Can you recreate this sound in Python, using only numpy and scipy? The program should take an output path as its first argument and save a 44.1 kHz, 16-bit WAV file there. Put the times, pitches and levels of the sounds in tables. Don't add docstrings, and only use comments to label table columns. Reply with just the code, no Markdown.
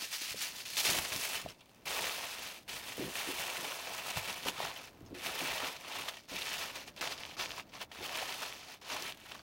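import sys
import numpy as np
from scipy import signal
from scipy.io import wavfile

SR = 44100
rng = np.random.default_rng(int(sys.argv[2]) if len(sys.argv) > 2 else 0)


def master(y):
    cut = np.clip(np.atleast_2d(y).T, -1, 1)
    pcm = np.round(cut * 32767)
    wavfile.write(sys.argv[1], SR, pcm.astype(np.int16))


N = 415684
TIME = np.arange(N) / SR

# frequency_hz, gain_db
FOIL_COLOUR = [(210, -41), (350, 3), (420, 3.5), (800, 6), (1100, 4), (1700, -0.5), (2200, 1.7),
               (2700, 2.6), (3400, 0), (4500, -2.5), (6300, -6.5), (7600, -13), (14700, -17.5),
               (15700, -13)]
# time_s, large_db, small_db, finest_db
FACET_BALANCE = [(0, -13, 6, 0), (.3, -27, 5.5, -1), (.55, -9, 5, -1.5), (.74, -17, 9, 1.5),
                 (.8, -12, 6.5, 2.5), (.88, -8, 6, 0), (.97, -6.5, 0, 0), (1.05, -5, 3, -1),
                 (1.2, -10.5, 0, 1), (1.45, -6.5, -0.5, -5.5), (1.9, -3.5, 0, -3.5), (2.5, -7.5, 0.5, -5),
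                 (3.0, -9.5, -3.5, -4.5), (3.4, -5.5, -4, -4), (3.8, -2, 0.5, -4.5), (4.3, -6, -2.5, -5.5),
                 (4.48, -5, -2, -5.5), (4.65, -1.5, -2.5, -10.5), (4.85, -4.5, 2, -7.5),
                 (5.2, -8, -4, -7.5), (5.7, -1.5, -2, -8), (5.95, -4, -2, -9.5), (6.1, -3, -1, -5.5),
                 (6.2, -4, 5, -9), (6.4, -8.5, 0, -6.5), (7.0, -3, 2, -9), (7.5, -4, 3.5, -10),
                 (7.9, -4.5, -2.5, -13), (8.3, -4.5, 0, -7.5), (8.65, -5.5, 3.5, -8), (8.95, -3, 1, -9.5),
                 (9.15, -11, -6, -9), (9.43, -1, 3.5, -7)]


def gain_of(db):
    return 10 ** (np.asarray(db) / 20)


def unit_rms(x):
    return x / np.sqrt(np.mean(x ** 2) + 1e-20)


def curves(rows):
    time_s, *columns = np.transpose(rows)
    return [np.interp(TIME, time_s, column) for column in columns]


def add(mix, start_s, sound):
    part = mix[max(round(start_s * SR), 0):][:len(sound)]
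    part += sound[:len(part)]


def colour(x, points):
    hz, db = np.transpose(points)
    grid_hz = abs(np.fft.fftfreq(8192, 1 / SR))
    log_gain = np.log(gain_of(np.interp(np.log(grid_hz + 1), np.log(hz + 1), db)))
    response = np.exp(np.conj(signal.hilbert(log_gain)))
    return signal.oaconvolve(x, np.fft.ifft(response).real[:4096])[:N]


def ring(x, hz, width_hz):
    r = np.exp(-np.pi * width_hz / SR)
    return signal.lfilter([1, 0, -r], [1, -2 * r * np.cos(2 * np.pi * hz / SR), r * r], x)


def wander(cutoff_hz):
    knots_s = np.arange(-1, N / SR + 1, .001)
    lowpass = signal.butter(1, cutoff_hz, fs=1000, output="sos")
    drift = signal.sosfiltfilt(lowpass, rng.standard_normal(len(knots_s)))
    return np.interp(TIME, knots_s, drift / drift[1000:-1000].std())


def clicks(per_s, spread_db, share=1):
    gap, sign, size, chance = rng.random((int(2000 * N / SR), 4)).T
    at = (np.cumsum(-np.log(1 - gap)) * SR / per_s).astype(int)
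    live = at < N
    at, sign, size, chance = at[live], sign[live], size[live], chance[live]
    height = gain_of(spread_db * np.minimum(-np.log(1 - size), 4)) * np.sign(sign - .5)
    share = np.broadcast_to(share, N)[at]
    out = np.zeros(N)
    np.add.at(out, at, height * (chance < share) / np.sqrt(share))
    return out


def pop(hz, decay_cycles):
    turns = np.arange(4000) / SR * hz
    wave = np.sin(2 * np.pi * turns) * np.exp(-turns / decay_cycles) * np.minimum(2 * turns, 1)
    return wave / abs(wave).max()


def crumpling_db(rest_db=-70.5):
    # time_s, level_db
    runs = [
        [(2.679, -49), (2.695, -45), (2.749, -44.5), (2.771, -45), (2.807, -49.5), (2.819, -52.5), (2.899, -47),
         (3.147, -46), (3.152, -45)],
        [(4.171, -39), (4.211, -47), (4.299, -42.5), (4.417, -50.5), (4.485, -36.5), (4.517, -51),
         (4.653, -40.5), (4.695, -47), (4.881, -55), (4.91, -68)],
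        [(6.28, -62), (6.298, -48.5), (6.416, -44), (6.632, -41), (6.732, -53), (6.76, -44.5), (6.832, -53),
         (6.86, -62), (6.878, -48), (6.93, -76.5)],
        [(7.915, -56.5), (8.061, -41), (8.071, -47.5), (8.159, -41.5), (8.411, -46.5), (8.421, -43),
         (8.611, -56), (8.745, -52), (8.807, -79), (8.812, -73)],
        [(0.0, -48.5), (0.03, -46.5), (0.102, -54), (0.13, -42.5), (0.208, -49), (0.216, -42), (0.318, -45),
         (0.342, -53), (0.426, -40.5), (0.518, -53), (0.61, -48.5), (0.65, -61), (0.657, -49)],
        [(0.769, -40), (0.783, -35), (0.829, -43.5), (0.853, -37), (0.887, -37), (0.903, -33), (0.965, -37),
         (0.987, -35), (1.011, -45), (1.361, -41), (1.481, -58), (1.487, -53), (1.58, -73.5)],
        [(3.153, -39.5), (3.279, -43), (3.293, -40.5), (3.341, -45.5), (3.395, -41), (3.829, -48), (3.989, -44),
         (4.021, -48.5), (4.111, -42), (4.131, -46), (4.143, -42), (4.163, -44), (4.17, -40.5)],
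        [(5.143, -56), (5.271, -39.5), (5.327, -45), (5.415, -39.5), (5.619, -41.5), (5.635, -37.5),
         (5.785, -55), (5.961, -43), (6.071, -49.5), (6.089, -41), (6.109, -52.5), (6.171, -56.5), (6.27, -70)],
        [(1.855, -47.5), (1.875, -43), (2.015, -39.5), (2.363, -48.5), (2.483, -44.5), (2.587, -55),
         (2.66, -77)],
        [(7.009, -39), (7.015, -39.5), (7.103, -46.5), (7.121, -41.5), (7.153, -54), (7.241, -50.5),
         (7.36, -59)],
        [(7.368, -47), (7.406, -40.5), (7.444, -44.5), (7.458, -45), (7.478, -49), (7.604, -52), (7.65, -75.5)],
        [(7.72, -62), (7.752, -47.5), (7.792, -56.5), (7.818, -40.5), (7.836, -48.5), (7.862, -74), (7.89, -86)],
        [(8.815, -58.5), (8.935, -40.5), (8.941, -44), (9.099, -44), (9.127, -51.5), (9.131, -55), (9.17, -65)],
        [(9.171, -55), (9.185, -59), (9.311, -53), (9.317, -51), (9.391, -60), (9.405, -61), (9.426, -76)],
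        [(0.658, -49.5), (0.742, -47), (0.768, -47)],
        [(6.963, -53), (7.005, -56.5), (7.008, -59)],
    ]
    level = np.full(N, rest_db)
    for run in runs:
        time_s, db = np.transpose(run)
        inside = (TIME >= time_s[0]) & (TIME <= time_s[-1] + .002)
        level[inside] = np.interp(TIME[inside], time_s, db)
    return level


def distant_hum(level_db=-62):
    # frequency_hz, gain_db
    air_colour = [(15, -17), (25, -3), (72, 2), (275, 2.5), (498, -4), (570, -1), (1180, -11), (2440, -19),
                  (10500, -34), (15700, -24)]
    swell_db = 2 * wander(1.1)
    return gain_of(level_db + swell_db) * unit_rms(colour(rng.standard_normal(N), air_colour))


def reflections(x, t60_s=.07):
    taps = np.zeros(6000)
    at = np.arange(40, 5960, 20) + rng.integers(0, 20, 296)
    taps[at] = rng.choice([-1., 1.], len(at)) * gain_of(-60 * at / SR / t60_s)
    return signal.oaconvolve(x, taps / np.linalg.norm(taps))[:N]


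def camp_table(rise_s=.0073, t60_s=.17):
    # start_s, length_s, drag_db, sway_db
    shoves = [(0.305, 0.034, -71, -59), (0.783, 0.027, -59, -68), (0.87, 0.12, -52.5, -53.5),
              (1.114, 0.056, -54, -56), (1.31, 0.03, -65, -63), (1.444, 0.012, -52, -48),
              (1.85, 0.25, -67, -67), (2.68, 0.073, -69, -67), (2.977, 0.11, -45, -57),
              (3.265, 0.056, -48, -69), (3.383, .03, -59, -60), (3.585, 0.038, -53, -72),
              (4.16, 0.012, -61, -46), (4.27, 0.027, -58, -66), (4.45, .05, -54, -61),
              (4.627, 0.068, -62, -63), (5.004, 0.071, -62, -56), (5.104, 0.071, -49.5, -69),
              (5.25, 0.037, -52, -64), (5.417, 0.011, -47, -78), (5.5, 0.029, -67, -60),
              (5.622, 0.022, -51, -82), (5.957, .06, -61, -69), (6.317, 0.024, -50, -56),
              (7.002, 0.021, -58, -78), (7.385, 0.03, -66, -72), (7.472, 0.036, -70, -62),
              (7.727, 0.022, -67, -75), (7.982, .04, -54, -63), (8.226, .04, -70, -68),
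              (8.405, 0.012, -68, -78), (8.92, 0.12, -64, -66)]
    # pitch_hz, width_hz, relative_db
    top_modes = [(195, 100, -5), (270, 80, 0), (340, 90, -2), (440, 110, -8)]
    # start_s, peak_db, pitch_hz
    knocks = [(0.023, -46, 303), (0.216, -47, 300), (.344, -37, 483), (.352, -49, 198), (.89, -39, 534),
              (.984, -44, 83.4), (1.455, -49, 190), (1.461, -30.5, 650), (2.98, -34.5, 476),
              (2.995, -31.5, 270), (3.006, -32.5, 450), (3.033, -35, 301), (3.064, -37, 258),
              (3.274, -36, 344), (3.289, -33.5, 316), (4.17, -42.5, 141), (4.171, -33, 710),
              (4.46, -30, 513), (5.011, -43, 287), (5.107, -53, 406), (5.128, -35, 282), (5.415, -36, 721),
              (6.315, -46, 250), (6.327, -41, 596)]
    handling_db = crumpling_db() + curves(FACET_BALANCE)[0]
    drag_gain, sway_gain = gain_of(handling_db - 14.5), gain_of(handling_db - 26.5)
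    t = TIME[:SR // 2]
    for start_s, length_s, drag_db, sway_db in shoves:
        shape = np.minimum(t / rise_s, 1) * gain_of(-60 * np.maximum(t - length_s, 0) / t60_s)
        add(drag_gain, start_s, gain_of(drag_db) * shape)
        add(sway_gain, start_s, gain_of(sway_db) * shape)
    slips = clicks(per_s=300, spread_db=1.8) * gain_of(1.8 * wander(25))
    top = sum(gain_of(db) * unit_rms(ring(ring(slips, hz, width), hz, width))
              for hz, width, db in top_modes)
    leg_band = signal.butter(2, [45, 170], "bandpass", fs=SR, output="sos")
    sway = signal.sosfilt(leg_band, clicks(per_s=200, spread_db=1.8))
    out = unit_rms(top) * drag_gain + unit_rms(sway) * sway_gain
    for start_s, db, hz in knocks:
        add(out, start_s, gain_of(db) * pop(hz, decay_cycles=1.3))
    return out


def crease_ticks(decay_s=.0013, gentle_tick_db=-64, gentle_work_db=-58):
    onsets = abs(clicks(per_s=110, spread_db=2.2))
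    bursts = signal.lfilter([1], [1, -np.exp(-1 / (decay_s * SR))], onsets)
    thin = np.diff(colour(bursts * rng.standard_normal(N), FOIL_COLOUR), prepend=0)
    return unit_rms(thin) * gain_of(gentle_tick_db + .8 * (crumpling_db() - gentle_work_db))


def foil_snaps():
    # start_s, peak_db, pitch_hz
    buckles = [(.7694, -21, 3450), (.8505, -21, 2580), (.8686, -19, 2950), (.9025, -21, 3380),
               (.988, -20, 2690), (1.1302, -25, 4950), (1.1622, -23, 4820), (1.9916, -24, 2050),
               (2.0437, -24, 2690), (2.0957, -25, 2580), (3.1556, -25, 2450), (3.7199, -26, 2800),
               (4.1728, -27, 2330), (4.4855, -26, 3470), (5.4072, -25, 2280), (5.646, -23, 2580),
               (6.0214, -29, 2350), (6.0866, -28, 3170), (6.4193, -26, 3140), (6.4704, -27, 2400),
               (6.9642, -38, 3980), (7.0167, -25, 2690), (7.0269, -25, 1340), (7.0753, -21, 2990),
               (7.1232, -26, 3530), (7.1787, -31, 3700), (7.2354, -27, 2730), (7.2525, -28, 2950),
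               (7.4115, -24, 3600), (7.4593, -25, 2560), (7.5066, -28, 2670), (7.5182, -27, 3250),
               (7.5974, -29, 2330), (8.0937, -29, 2390), (8.1562, -26, 3700), (8.1923, -26, 2780),
               (8.3245, -28, 2990), (8.5258, -30, 2990), (9.0241, -25, 5620), (9.1233, -28, 3270),
               (9.32, -29, 2990)]
    # start_s, level_db, pitch_hz, decay_cycles
    flaps = [(1.487, -51, 3000, 14), (1.504, -49, 5340, 25), (1.607, -67, 2590, 15), (4.945, -76, 2600, 67),
             (5.062, -60, 5250, 66), (5.062, -60, 6450, 60), (9.393, -52, 4560, 18)]
    out = np.zeros(N)
    for start_s, db, hz in buckles:
        add(out, start_s, gain_of(db) * pop(hz, decay_cycles=.75))
    for start_s, db, hz, cycles in flaps:
        modes_hz = hz * (1 + .023 * rng.standard_normal(4))
        add(out, start_s, gain_of(db) * sum(pop(mode_hz, cycles) for mode_hz in modes_hz) / 2)
    return out


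def foil_crackle(cascade_rise_s=.0009, cascade_t60_s=.068, peak_to_mean_power=14):
    # start_s, strength_db, pitch_hz
    cascades = [(.1153, -37, 2680), (.2109, -32, 2730), (.3701, -30, 3100), (.5824, -30, 2690),
                (0.602, -26, 2550), (.6574, -35, 2600), (.7682, -29, 3350), (.843, -30, 4070),
                (.8936, -19, 2300), (1.047, -22.5, 1690), (1.1189, -18.5, 2030), (1.488, -37, 2990),
                (1.607, -34.5, 2560), (1.905, -20.5, 2080), (2.235, -21, 1500), (2.367, -37, 2960),
                (2.692, -23, 3600), (2.74, -28, 2400), (2.8809, -30, 2890), (2.9208, -27.5, 2440),
                (3.1522, -38, 2800), (3.3847, -21, 2640), (3.5574, -24, 1640), (3.6434, -26, 2560),
                (3.7105, -36, 2740), (3.9467, -29, 805), (4.044, -45, 2450), (4.1709, -36, 2600),
                (4.3799, -36, 2540), (4.4348, -22.5, 2470), (4.465, -21, 900), (4.601, -24, 816),
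                (4.7625, -27, 2720), (4.93, -45, 1140), (5.0612, -43, 4890), (5.1487, -29, 2460),
                (5.217, -27, 2760), (5.4061, -33, 1080), (5.49, -32, 3600), (5.5797, -41, 790),
                (5.765, -28.5, 4200), (5.915, -30, 864), (6.0187, -29, 2420), (6.0864, -31, 3230),
                (6.136, -26.5, 3150), (6.1694, -30, 2770), (6.2956, -44, 2720), (6.3574, -23, 2580),
                (6.4196, -21, 3320), (6.5163, -21, 2330), (6.6987, -26.5, 2470), (6.755, -34, 2320),
                (6.8763, -28, 2980), (6.974, -27, 3000), (7.0105, -27, 2750), (7.0743, -36, 2690),
                (7.122, -30, 3760), (7.1776, -27, 3640), (7.2045, -28.5, 2450), (7.2334, -28, 1030),
                (7.2514, -37, 3110), (7.304, -29, 2410), (7.3447, -36, 2540), (7.3928, -19, 1390),
                (7.3983, -19.5, 4130), (7.4584, -34, 2620), (7.5053, -44, 2700), (7.5187, -45, 3000),
                (7.579, -22.5, 1010), (7.596, -26, 1300), (7.6784, -57, 4000), (7.693, -37, 5560),
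                (7.7368, -27.5, 1860), (7.8131, -35, 795), (7.916, -32, 3380), (7.97, -33, 2780),
                (8.151, -29, 2470), (8.2234, -25, 835), (8.296, -25.5, 2760), (8.419, -18, 1240),
                (8.6418, -35, 2730), (8.8483, -31, 1290), (8.9002, -23.5, 1410), (8.963, -21.5, 1060),
                (9.1222, -42, 3240), (9.185, -41, 2950), (9.2594, -32, 1570), (9.315, -27, 1370),
                (9.3477, -29.5, 1340), (9.392, -37, 1160)]
    # time_s, pitch_hz
    fold_pitch = [(0.0, 2940), (0.68, 2720), (0.76, 3080), (0.86, 2750), (1.29, 2630), (1.49, 3000),
                  (1.6, 2580), (2.25, 2570), (4.09, 2540), (5.96, 3070), (6.04, 2630), (6.09, 3040),
                  (6.27, 2790), (7.69, 2680), (7.74, 2920), (8.06, 2710), (8.4, 2900), (8.74, 2710),
                  (9.27, 2920), (9.43, 2720)]
    fold_hz, = curves(fold_pitch)
    work_db = crumpling_db()
    large_db, small_db, finest_db = curves(FACET_BALANCE)
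    finest_db += 1.05 * wander(45)
    t = TIME[:5000]
    rise = np.minimum(t / cascade_rise_s, 1)
    cascade_shape = rise * gain_of(-60 * t / cascade_t60_s) ** 2 / peak_to_mean_power
    sheet_power = gain_of(work_db) ** 2
    for start_s, db, _ in cascades:
        add(sheet_power, start_s, .067 * gain_of(db) ** 2 * cascade_shape)
    clumps = unit_rms(gain_of(1.3 * wander(35) + .8 * wander(250)))
    share = np.clip(gain_of(work_db + 51), .3, 1)
    steady, driven = np.zeros((2, 3, N))
    for hz in np.geomspace(420, 14500, 30):
        size = int(hz > 1500) + int(hz > 7000)
        near_fold_db = 1.6 * np.exp(-(np.log2(hz / fold_hz) / .12) ** 2)
        middle_db = near_fold_db + small_db * (hz > 4000)
        power = sheet_power * gain_of((large_db, middle_db, finest_db)[size]) ** 2
        for start_s, db, cascade_hz in cascades:
            nearness = np.exp(-(np.log2(hz / cascade_hz) / .31) ** 2)
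            add(power, start_s, nearness * gain_of(db) ** 2 * cascade_shape)
        buckles = clicks(per_s=min(hz * .2, 1900), spread_db=2.3, share=share)
        facets = unit_rms(ring(buckles, hz, hz / 4)) * np.sqrt(hz)
        facets *= gain_of(1.4 * wander(27))
        steady[size] += facets
        driven[size] += facets * np.sqrt(power) * clumps
    return sum(colour(sound, FOIL_COLOUR) / colour(reference, FOIL_COLOUR).std()
               for sound, reference in zip(driven, steady))


def scene():
    near = foil_crackle() + crease_ticks() + foil_snaps() + camp_table()
    mix = near + gain_of(-14) * reflections(near) + distant_hum()
    return np.array([mix, mix])


def record(dry):
    lowpass = signal.firwin(1023, 15900, window=("kaiser", 9), fs=SR)
    return signal.oaconvolve(dry, lowpass[None], "same")


dry = scene()
out = record(dry)
master(out)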